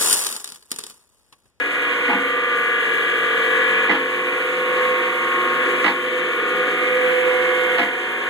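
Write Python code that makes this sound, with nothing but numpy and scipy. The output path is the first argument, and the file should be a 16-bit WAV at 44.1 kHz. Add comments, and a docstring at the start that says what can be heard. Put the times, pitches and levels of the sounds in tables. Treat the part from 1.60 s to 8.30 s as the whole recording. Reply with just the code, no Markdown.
"""An open-sided garage, heard on two spaced microphones: an electric hydraulic pump raises a two-post lift.
A worn eight-ball bearing and the pump shaft shake motor, tank and steel posts into a thicket of
wandering tones. About every two seconds the safety latches drop over a rung and bounce with a dull
clank. Underneath sit the motor's hum, a faint falling moan, the rush of oil and the hiss of the valves."""
import sys
import numpy as np
from scipy import signal
from scipy.fft import rfft, irfft
from scipy.io import wavfile

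SR = 44100
rng = np.random.default_rng(int(sys.argv[2]) if len(sys.argv) > 2 else 0)


def transcribe(u):
    """Save the signal u as a 16-bit wav file named by the first command-line argument.

    u: samples, shape (n,) or (channels, n), limited to [-1, 1]; the rate is SR.
    q: integer samples, one column per channel.
    """
    v = np.clip(np.atleast_2d(u).T, -1, 1)
    q = np.round(v * 32767).astype(np.int16)
    wavfile.write(sys.argv[1], SR, q)


N = 295405

SHAFT_HZ, CAGE_HZ, BALL_HZ, BALLS = 58.74, 22.74, 240.6, 8   # settled turn rates, ball-flaw strike rate
BIN_HZ = np.maximum(np.fft.rfftfreq(N, 1 / SR), 1)
SIDES = np.array([[.5], [-.5]])   # left, right; a pan is left minus right

# the level sags after each clank and creeps back, on the quieter machine sounds: (time [s], level [dB])
MACHINE_FADER = [(0, -1), (.45, -0.5), (.7, -1.5), (2.25, 2), (2.4, -1.5), (3.2, 1), (3.55, 0), (4.2, 2.5),
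                 (4.33, -1.5), (6.15, 1.5), (6.29, -3.5), (6.7, -2)]
# ball-flaw harmonics 1, 2, 3 ..: (cage sideband below [dB], harmonic [dB], cage sideband above [dB])
BALL_FLAW = [(-70, -52, -56), (-45, -44, -70), (-48.5, -70, -48.5), (-48.5, -54, -51.5), (-42.5, -70, -41),
             (-39.5, -49, -40), (-40.5, -70, -42), (-42, -54, -37), (-39, -49, -55), (-40, -35, -49),
             (-45.5, -52, -65), (-44.5, -58, -49), (-54, -70, -50), (-70, -70, -62)]
# harmonics of balls passing the outer race: (cage sideband below [dB], harmonic [dB], above [dB])
OUTER_RACE = [(-70, -54, -70), (-70, -70, -70), (-70, -48, -70), (-70, -58, -70), (-70, -53, -70),
              (-70, -70, -70), (-70, -49, -50), (-70, -47, -70), (-64, -51, -70), (-70, -39, -70),
              (-47, -43, -48), (-64, -70, -49), (-70, -70, -70), (-70, -55, -70), (-51, -52, -70),
              (-70, -70, -70), (-70, -70, -70), (-70, -59, -70), (-70, -70, -55)]
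# harmonics of balls passing the inner race: (shaft sideband below [dB], harmonic [dB], above [dB])
INNER_RACE = [(-70, -49, -47.5), (-55, -56, -63), (-70, -70, -70), (-70, -50, -47.5), (-62, -49, -65),
              (-70, -52, -70), (-70, -40, -70), (-50.5, -39, -46), (-70, -52, -70), (-47, -70, -70),
              (-70, -52, -50), (-49.5, -55, -52), (-56.5, -57, -59), (-70, -61, -70)]
# shaft harmonics that stand out: (multiple of the shaft rate)
SHAFT_HARMONICS = [7, 9, 10, 18, 27, 47]
# their strengths: (level [dB])
SHAFT_LEVELS = [-42, -53, -53, -57, -62, -50]
# stray tones that follow the speed: (settled pitch [Hz])
STRAY_PITCHES = [417.9, 495.0, 1008, 1137, 1332, 1514, 1541.5, 1695.8, 1760.5, 1784.5, 1827.5, 2071.8,
                 2641.5, 3190.9, 3705, 3722]
# their strengths: (level [dB])
STRAY_LEVELS = [-48, -41.5, -60.5, -42.5, -58, -65, -48, -54, -49, -40.5, -49, -47, -44, -52, -59, -60]
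# undergrowth of faint tones: (settled pitch [Hz], level [dB])
FAINT_TONES = [(216, -65), (273, -57), (327, -53), (517, -48), (600, -58), (634, -57), (664, -58),
               (728, -59), (768, -60), (786, -60), (866, -60), (963, -54), (1022, -57), (1033, -57),
               (1069, -54), (1251, -56), (1363, -56), (1497, -50), (1615, -45), (1638, -50), (1729, -46),
               (1796, -47), (1842, -49), (1865, -51), (1878, -51), (2045, -53), (2122, -50), (2263, -50),
               (2283, -44), (2344, -53), (2464, -55), (2485, -57), (2501, -57), (2524, -50), (2548, -56),
               (2569, -59), (2670, -51), (2744, -54), (2791, -54), (2939, -53), (2984, -55), (3029, -56),
               (3069, -59), (3273, -59), (3321, -58), (3345, -55), (3366, -59), (3391, -55), (3414, -60),
               (3434, -61), (3573, -63), (3587, -63), (3630, -61), (3767, -63), (3870, -65), (3946, -73),
               (3973, -67)]
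# the two lead tones: (time [s], ball-flaw level [dB], outer-race level [dB])
LEAD_FADERS = [(0, -38, -49), (.3, -40, -31.5), (.55, -37, -37), (.75, -31.5, -37), (1.0, -42, -36),
               (1.35, -41, -39), (1.7, -37, -48), (1.95, -27.5, -30.5), (2.2, -32, -34.5),
               (2.6, -31.5, -32), (2.9, -26.5, -36.5), (3.1, -23.5, -28.5), (3.3, -22.5, -24.5),
               (3.55, -30.5, -32.5), (3.75, -32.5, -23), (4.1, -28, -28.5), (4.35, -34, -30.5),
               (4.55, -26, -38), (4.8, -36, -33), (5.0, -23.5, -36), (5.15, -31.5, -42), (5.35, -21.5, -43),
               (5.7, -19, -50), (5.95, -23, -41), (6.17, -23, -44), (6.27, -32, -46), (6.7, -42, -32.5)]
# tones bloom as the ball's spin axis shifts: (peak time [s], near pitch [Hz], level [dB], half-length [s])
TONE_SWELLS = [(0, 1661, -26, 0.087), (.15, 288, -41, 0.64), (.3, 1661, -32, .3), (.4, 3515, -49, .4),
               (.45, 2363, -32, .15), (0.5, 1466, -29, 0.15), (.5, 2142, -32, 0.19),
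               (.75, 481, -30.5, 0.49), (.9, 1421, -34, .7), (0.9, 1180, -26.5, 0.3), (1.0, 2001, -37, 1.2),
               (.9, 2019, -32, .5), (1.05, 1466, -29, 0.13), (1.1, 1902, -34, .9), (1.2, 1707, -28, 0.3),
               (1.252, 458, -35, 0.35), (1.3, 2429, -38, .3), (1.3, 2706, -48, .5), (1.4, 1514, -35, .8),
               (1.35, 1948, -32, .3), (1.35, 1661, -28, 0.45), (1.4, 2304, -33, 1.1), (1.6, 3479, -46, 0.3),
               (1.65, 1226, -34, .15), (1.68, 1180, -29.5, .3), (1.7, 1466, -34, .2), (1.8, 1541, -35, .25),
               (1.8, 3456, -47, .5), (1.9, 3227, -41, .7), (2.0, 3105, -44, .4), (.45, 3227, -45, .6),
               (.7, 3150, -46, .2), (2.0, 3722, -50, .3), (2.0, 458, -29, 0.42), (1.95, 1137, -35, .35),
               (2.0, 1661, -32, .25), (2.1, 1707, -25, 0.3), (2.06, 1948, -29.5, 0.15),
               (2.1, 1008, -43, .3), (2.1, 2188, -38, .2), (2.1, 3515, -49, .3), (2.2, 1226, -34, .15),
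               (2.3, 3150, -45, .6), (2.85, 1421, -35, 0.15), (3.0, 458, -38, .5), (3.1, 1948, -35, .4),
               (3.15, 1707, -33, .15), (3.3, 2188, -37, .3), (3.4, 2142, -30, .3), (3.5, 940, -39, 0.5),
               (3.6, 2363, -39, .4), (3.846, 1226, -31, 0.25), (3.9, 1586, -35, .3), (3.9, 1421, -34, .3),
               (3.9, 3515, -49, .2), (4.0, 1707, -30, 0.2), (4.1, 263, -41, .3), (4.4, 3722, -51, .3),
               (4.5, 3105, -44, .25), (4.856, 1421, -32, 0.2), (4.943, 481, -34.5, .35),
               (4.95, 1466, -33, .15), (4.0, 1180, -38, 1.0), (5.1, 1226, -30.5, 0.32),
               (5.1, 2188, -33, .9), (5.2, 346, -39, 1.5), (5.24, 2142, -27.5, 0.11), (5.4, 2363, -34, .3),
               (5.5, 1661, -31, 0.6), (5.5, 1541, -35, .4), (5.5, 1707, -33, .15), (5.5, 3105, -45, .4),
               (5.85, 1008, -38, .4), (5.5, 1948, -36, .5), (5.85, 2072, -39, .5), (5.85, 1760, -36, .4),
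               (5.9, 2142, -28, .25), (6.0, 745, -39, 0.7), (5.95, 481, -37, 0.25), (6.0, 1466, -36, .5),
               (6.0, 3150, -46, .7), (5.95, 1137, -35, .12), (6.15, 2363, -33, .2), (6.3, 940, -41, 0.5),
               (6.5, 1707, -31, .2)]
# placing of the pump tones: (pitch [Hz], pan [dB])
TONE_PAN = [(400, -1), (510, -4), (1100, -2.5), (1500, 1.5), (1660, 6.5), (1710, 6), (1900, 5), (2150, -3),
            (2400, 1), (2900, -4), (3200, -9.5), (3500, 2)]

# latch drops and bounces: (time [s], thud [dB], ring [dB], knock [dB], clank [dB], clatter [dB],
# bite [dB], clatter and bite t60 [s])
LATCH_HITS = [(.480, -26, -14, -25, -21, -23, -50, 0.18), (.493, -25, -14.5, -17.5, -28, -24, -54, 0.22),
              (.53, -19, -17, -20, -35, -29, -56, .25), (2.294, -14, -23, -23, -13, -18, -42, 0.27),
              (2.311, -22, -22, -24, -22, -26, -48, 0.26), (2.33, -27, -20, -26, -29, -37, -52, .2),
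              (2.352, -32, -28, -36, -36, -30, -52, .2), (4.243, -16, -28, -24, -15, -15.5, -33, 0.16),
              (4.262, -22.5, -28, -22, -15, -20, -29, 0.15), (4.279, -28, -35, -31, -16, -26, -36, 0.15),
              (4.298, -35, -42, -31, -29, -32, -44, .15), (4.319, -37, -35, -37, -29, -34, -50, 0.14),
              (4.925, -25, -42, -35, -40, -40, -60, .15), (6.182, -21, -38, -19, -17, -15.5, -36, 0.14),
              (6.192, -32, -19.5, -26, -14, -23, -36, 0.11), (6.211, -30, -30, -31, -17, -26, -44, 0.2),
              (6.231, -33, -31, -39, -18, -27, -50, 0.12), (6.25, -32, -35, -36, -30, -37, -54, .15)]
# modes of posts and latch: (pitch [Hz], level [dB], t60 [s], pan [dB])
STEEL_MODES = [(201.3, 1, 0.28, 0), (246.6, 0, 0.2, 1), (271, -3.5, 1.04, 0.5), (312.3, 1, 0.26, 4),
               (700.5, -3.5, 0.34, 4.5), (816, -3, 0.24, -3.5), (842, 2, 0.22, -4), (940, -1.5, 0.24, 1),
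               (1023, -2.5, .12, 0), (1175, -1.5, 0.21, 1), (1700, 1.5, 0.12, 0), (1942, 4.5, 0.1, -15),
               (2037, 1.5, 0.21, -20), (2150, -1, 0.1, -14), (2250, -5, 0.083, -10)]
# steel-on-steel clatter: (frequency [Hz], level [dB])
CLATTER_EQ = [(150, -31), (300, 0), (520, -7), (800, 1), (1400, 2.5), (2000, -3), (2700, 4), (3600, -12.5),
              (5000, -28), (8000, -39), (14000, -35)]
# its placing: (frequency [Hz], pan [dB])
CLATTER_PAN = [(1500, 0), (1900, -14), (2200, -6), (2500, 0)]
# its bright edge: (frequency [Hz], level [dB])
BITE_EQ = [(2000, -30), (2800, 6), (3800, 1), (4800, -6.5), (5500, -12), (6200, -32)]

# motor hum, mostly on mains multiples: (pitch [Hz], level [dB])
HUM_TONES = [(120, -66), (176, -56), (240, -49), (300, -50), (360, -38)]
# the hum grows as the load comes on, then eases: (time [s], level [dB])
HUM_FADER = [(0, -4), (.8, -5.5), (1.8, -3), (2.6, 3), (3.5, 0), (4.2, 3), (5.5, -1.5), (6.7, -5)]
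# faint falling moan: (time [s], pitch [Hz], level [dB])
MOAN_GLIDE = [(3.1, 364, -52), (3.35, 355, -35.5), (3.8, 335.5, -40), (4.299, 318, -60),
              (4.899, 310.6, -40.5), (5.3, 294, -43), (5.85, 287, -64)]
# oil and casing noise: (frequency [Hz], level [dB])
OIL_EQ = [(60, -13), (140, -23), (230, -17), (300, -12), (385, -14), (470, -3.5), (620, -14.5),
          (820, -14.5), (950, -11), (1150, -4), (1300, -11), (1400, -5), (1550, -3.5), (1800, -2),
          (2000, -6.5), (2350, -3.5), (2500, -9.5), (2800, -7), (3020, -13), (3300, -13), (4200, -22.5)]
# valve hiss: (frequency [Hz], level [dB])
VALVE_EQ = [(3000, -15), (4200, -30), (5600, -36.5), (7000, -28), (8600, -33), (10500, -33), (13000, -36)]

# placing of oil, hiss and bite: (frequency [Hz], pan [dB])
NOISE_PAN = [(100, -2), (600, -2), (1300, 0), (1900, 2), (2600, 0), (3200, -4), (4000, -1), (13000, 0)]
# noise arriving straight from the posts: (frequency [Hz], share of power [0-1])
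DIRECT_SHARE = [(60, 0.035), (300, 0.15), (1200, 1), (2600, 1), (5200, 1), (8000, 0.7), (13000, 0.59)]
# noise alike in both channels: (frequency [Hz], share of the remaining power [0-1])
CENTRE_SHARE = [(2000, 0.038), (5000, 0.13), (13000, 0.84)]


def pump():
    """Bearing and shaft tones, all locked to the motor, which starts a touch fast and settles under load."""
    t = np.arange(0, N, STEP) / SR
    speed = 1 + .0058 * np.exp(-(t / 1.35) ** 1.6)
    clock = np.cumsum(speed) * STEP / SR
    tones = [*bearing_tones(BALL_HZ, CAGE_HZ, BALL_FLAW),
             *bearing_tones(BALLS * CAGE_HZ, CAGE_HZ, OUTER_RACE),
             *bearing_tones(BALLS * (SHAFT_HZ - CAGE_HZ), SHAFT_HZ, INNER_RACE),
             *zip(SHAFT_HZ * np.array(SHAFT_HARMONICS), SHAFT_LEVELS),
             *zip(STRAY_PITCHES, STRAY_LEVELS), *FAINT_TONES]
    pitches = np.array(tones)[:, 0]
    fader_db = automation(MACHINE_FADER)[0][::STEP]
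    powers = [amp(db + fader_db + 3 * drift(1, STEP)) ** 2 for _, db in tones]   # each wanders alone
    for peak_s, hz, db, half_s in TONE_SWELLS:
        nearest = np.argmin(abs(pitches - hz))
        powers[nearest] += amp(db) ** 2 * np.exp(-((t - peak_s) / half_s) ** 2)
    out = sum(tone(clock, hz, 10 * np.log10(power), at_hz(TONE_PAN, hz),
                   waver_db=1.0, wobble_rad=0.13, flutter=0.06) for hz, power in zip(pitches, powers))
    lead_pitches = 2 * BALL_HZ + CAGE_HZ, 6 * BALLS * CAGE_HZ
    for hz, db in zip(lead_pitches, automation(LEAD_FADERS)):
        out += tone(clock, hz, db[::STEP], at_hz(TONE_PAN, hz),
                    waver_db=0.6, wobble_rad=0.08, flutter=0.03)
    return full_rate(out)


def bearing_tones(rate_hz, sideband_hz, rows, gate_db=-62):
    """Repeating strikes make harmonics with a sideband either side: (pitch [Hz], level [dB])."""
    return [(harmonic * rate_hz + side * sideband_hz, db) for harmonic, row in enumerate(rows, 1)
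            for side, db in zip((-1, 0, 1), row) if db > gate_db]


def latches():
    """Each drop or bounce clatters and sets the steel ringing; the slim posts radiate little bass."""
    return low_cut(clatter() + steel_ring(), hz=249)


def clatter():
    """Steel hits steel: a short, uneven burst of noise with a bright bite."""
    t, body_env, bite_env = np.arange(N) / SR, 0, 0
    for start_s, *_, clatter_db, bite_db, t60 in LATCH_HITS:
        age = np.maximum(t - start_s, 0)
        burst = (1 - np.exp(-age / 0.00028)) * amp(-60 * age / t60)
        body_env += amp(clatter_db) * burst
        bite_env += amp(bite_db) * burst
    body = unit_rms(irfft(stereo_spectrum(CLATTER_EQ, CLATTER_PAN), N))
    bite = unit_rms(irfft(stereo_spectrum(BITE_EQ), N))
    return (body * body_env + bite * bite_env) * amp(1.6 * drift(55.0))


def steel_ring():
    """Blows excite the modes: a low thud, the post's ring, the carriage's knock, the latch's clank."""
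    onsets = [round(row[0] * SR) for row in LATCH_HITS]
    scatter = rng.normal(0, 3.0, (len(LATCH_HITS), len(STEEL_MODES)))
    thud, ring, knock, clank = np.array(LATCH_HITS)[:, 1:5].T
    out = 0
    for (hz, db, t60, pan_db), scatter_db in zip(STEEL_MODES, scatter.T):
        blow_db = clank if hz > 1500 else knock if hz > 600 else ring if 230 < hz < 290 else thud
        blows = np.full(N, 1e-18)
        blows[onsets] = amp(blow_db + db + scatter_db - 6.0)
        w, decay = 2 * np.pi * hz / SR, amp(-60 / (t60 * SR))
        spread = np.exp(-hz / SR)   # the blow spreads through the steel: an attack of about one cycle
        push = 2 * (1 - spread) * resonate(blows, w, spread) * rng.choice([-1, 1])
        out += amp(SIDES * pan_db - abs(pan_db) / 2) * resonate(push, w, decay)
    return out


def motor():
    """Fluttering mains hum, with a faint moan gliding down through it."""
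    t = np.arange(0, N, STEP) / SR
    hum = sum(tone(t, hz, db, pan_db=-1.6, waver_db=2.0, wobble_rad=0.3, flutter=0.29)
              for hz, db in HUM_TONES)
    moan_hz, moan_db = automation([(0, 362, -99)] + MOAN_GLIDE + [(6.1, 380, -99)])
    moan = np.sqrt(2) * amp(moan_db + 1.8 * drift(5.8)) * np.sin(2 * np.pi * np.cumsum(moan_hz) / SR)
    return full_rate(hum) * amp(automation(HUM_FADER)[0]) + moan


def oil_flow():
    """Oil rushes through the casing and hisses in the valves."""
    rush = noise_bed(OIL_EQ, waver_db=2.0, top_hz=3560)
    hiss = noise_bed([(1500, -27.5)] + VALVE_EQ, waver_db=1.23, top_hz=16000)
    return amp(-26.5) * rush + amp(-38) * hiss


def noise_bed(eq, waver_db, top_hz):
    """Noise in overlapping octave bands, each wavering on its own and all a little together; rms 1."""
    spectrum = stereo_spectrum(eq) / np.sqrt(1 + (BIN_HZ / top_hz) ** 8)
    together, out = drift(4.4), 0
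    octave = np.clip(np.log2(BIN_HZ / 200), 0, 6)
    for band in range(7):
        mask = np.clip(1 - abs(octave - band), 0, 1)
        out += irfft(spectrum * mask, N) * amp(waver_db * (.5 * together + drift(16.0)))
    return unit_rms(out)


def tone(clock, hz, level_db, pan_db, waver_db, wobble_rad, flutter):
    """One restless partial; it comes from both posts, so its stereo image swings slowly."""
    phase = 2 * np.pi * (hz * clock + rng.random()) + wobble_rad * drift(4.7, STEP)
    slip = half_slip(hz) + 0.17 + 0.083 * drift(0.73, STEP)
    swing = np.pi / 2 + 0.99 * drift(0.37, STEP)
    level = amp(level_db + waver_db * drift(5.5, STEP) + SIDES * pan_db)
    level *= 1 + flutter * drift(18.0, STEP)   # gives the tone a rough skirt
    mid, side = np.cos(slip) * np.sin(phase), np.sin(slip) * np.sin(phase + swing)
    return np.sqrt(2) * level * (mid + 2 * SIDES * side)


def stereo_spectrum(eq, pan=NOISE_PAN, left_share=0.59):
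    """Noise straight from each post, leading on its own side, plus a centred and a diffuse part."""
    left, right, centre, *diffuse = rfft(rng.standard_normal((5, N)))
    share, alike = (np.clip(at_hz(curve, BIN_HZ), 0, 1) for curve in (DIRECT_SHARE, CENTRE_SHARE))
    lead = np.exp(2j * SIDES * half_slip(BIN_HZ))
    direct = np.sqrt(left_share) * left * lead + np.sqrt(1 - left_share) * right / lead
    wash = np.sqrt(alike) * centre + np.sqrt(1 - alike) * np.array(diffuse)
    blend = np.sqrt(share) * direct + np.sqrt(1 - share) * wash
    return blend * amp(at_hz(eq, BIN_HZ) + SIDES * at_hz(pan, BIN_HZ))


def half_slip(hz, in_step_hz=1327, hz_per_turn=2620):
    """Half the phase [rad] by which sound from one side slips between the microphones."""
    return np.pi * np.maximum(hz - in_step_hz, 0) / hz_per_turn


def drift(rate_hz, step=1):
    """Smooth random modulation of rms about 1: noise through two one-pole low-passes."""
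    pole = np.exp(-200 * np.pi * rate_hz / SR)
    noise = rng.standard_normal(N // 100 + 1002)
    slow = signal.lfilter([1], [1, -2 * pole, pole * pole], noise)[1000:]
    return np.interp(np.arange(0, N, step) / 100, np.arange(len(slow)), unit_rms(slow))


def resonate(x, w, decay):
    """Ring at w [rad/sample], shrinking by the factor decay each sample."""
    return signal.lfilter([0, np.sin(w)], [1, -2 * decay * np.cos(w), decay * decay], x)


def automation(rows):
    """Breakpoints in time to curves, one value a sample."""
    times, *columns = np.transpose(rows)
    return [np.interp(np.arange(N) / SR, times, column) for column in columns]


def at_hz(points, hz):
    """Read a curve on a log-frequency axis."""
    freqs, values = np.transpose(points)
    return np.interp(np.log(hz), np.log(freqs), values)


def full_rate(x):
    """Upsample the tones to SR."""
    return signal.resample_poly(x, STEP, 1, axis=-1)[..., :N]


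def low_cut(x, hz):
    """Fourth-order high-pass."""
    return signal.sosfilt(signal.butter(4, hz, "high", fs=SR, output="sos"), x)


def amp(db):
    """Decibels to gain."""
    return 10 ** (np.asarray(db) / 20)


def unit_rms(x):
    """Scale to rms 1."""
    return x / np.sqrt(np.mean(x ** 2) + 1e-20)


def scene():
    """Pump tones and latch clanks over a bed of motor and oil."""
    oil = oil_flow()
    return pump() + amp(automation(MACHINE_FADER)[0]) * (motor() + oil) + latches()


def record(dry):
    """The microphones thin the bass, peaks are rounded, the top is cut."""
    rounded = 1.5 * np.tanh(low_cut(dry, hz=148) / 1.5)
    return signal.sosfilt(signal.ellip(12, .5, 65, 13900, fs=SR, output="sos"), rounded)


STEP = 5   # tones are drawn at every fifth sample

dry = scene()
out = record(dry)
transcribe(out)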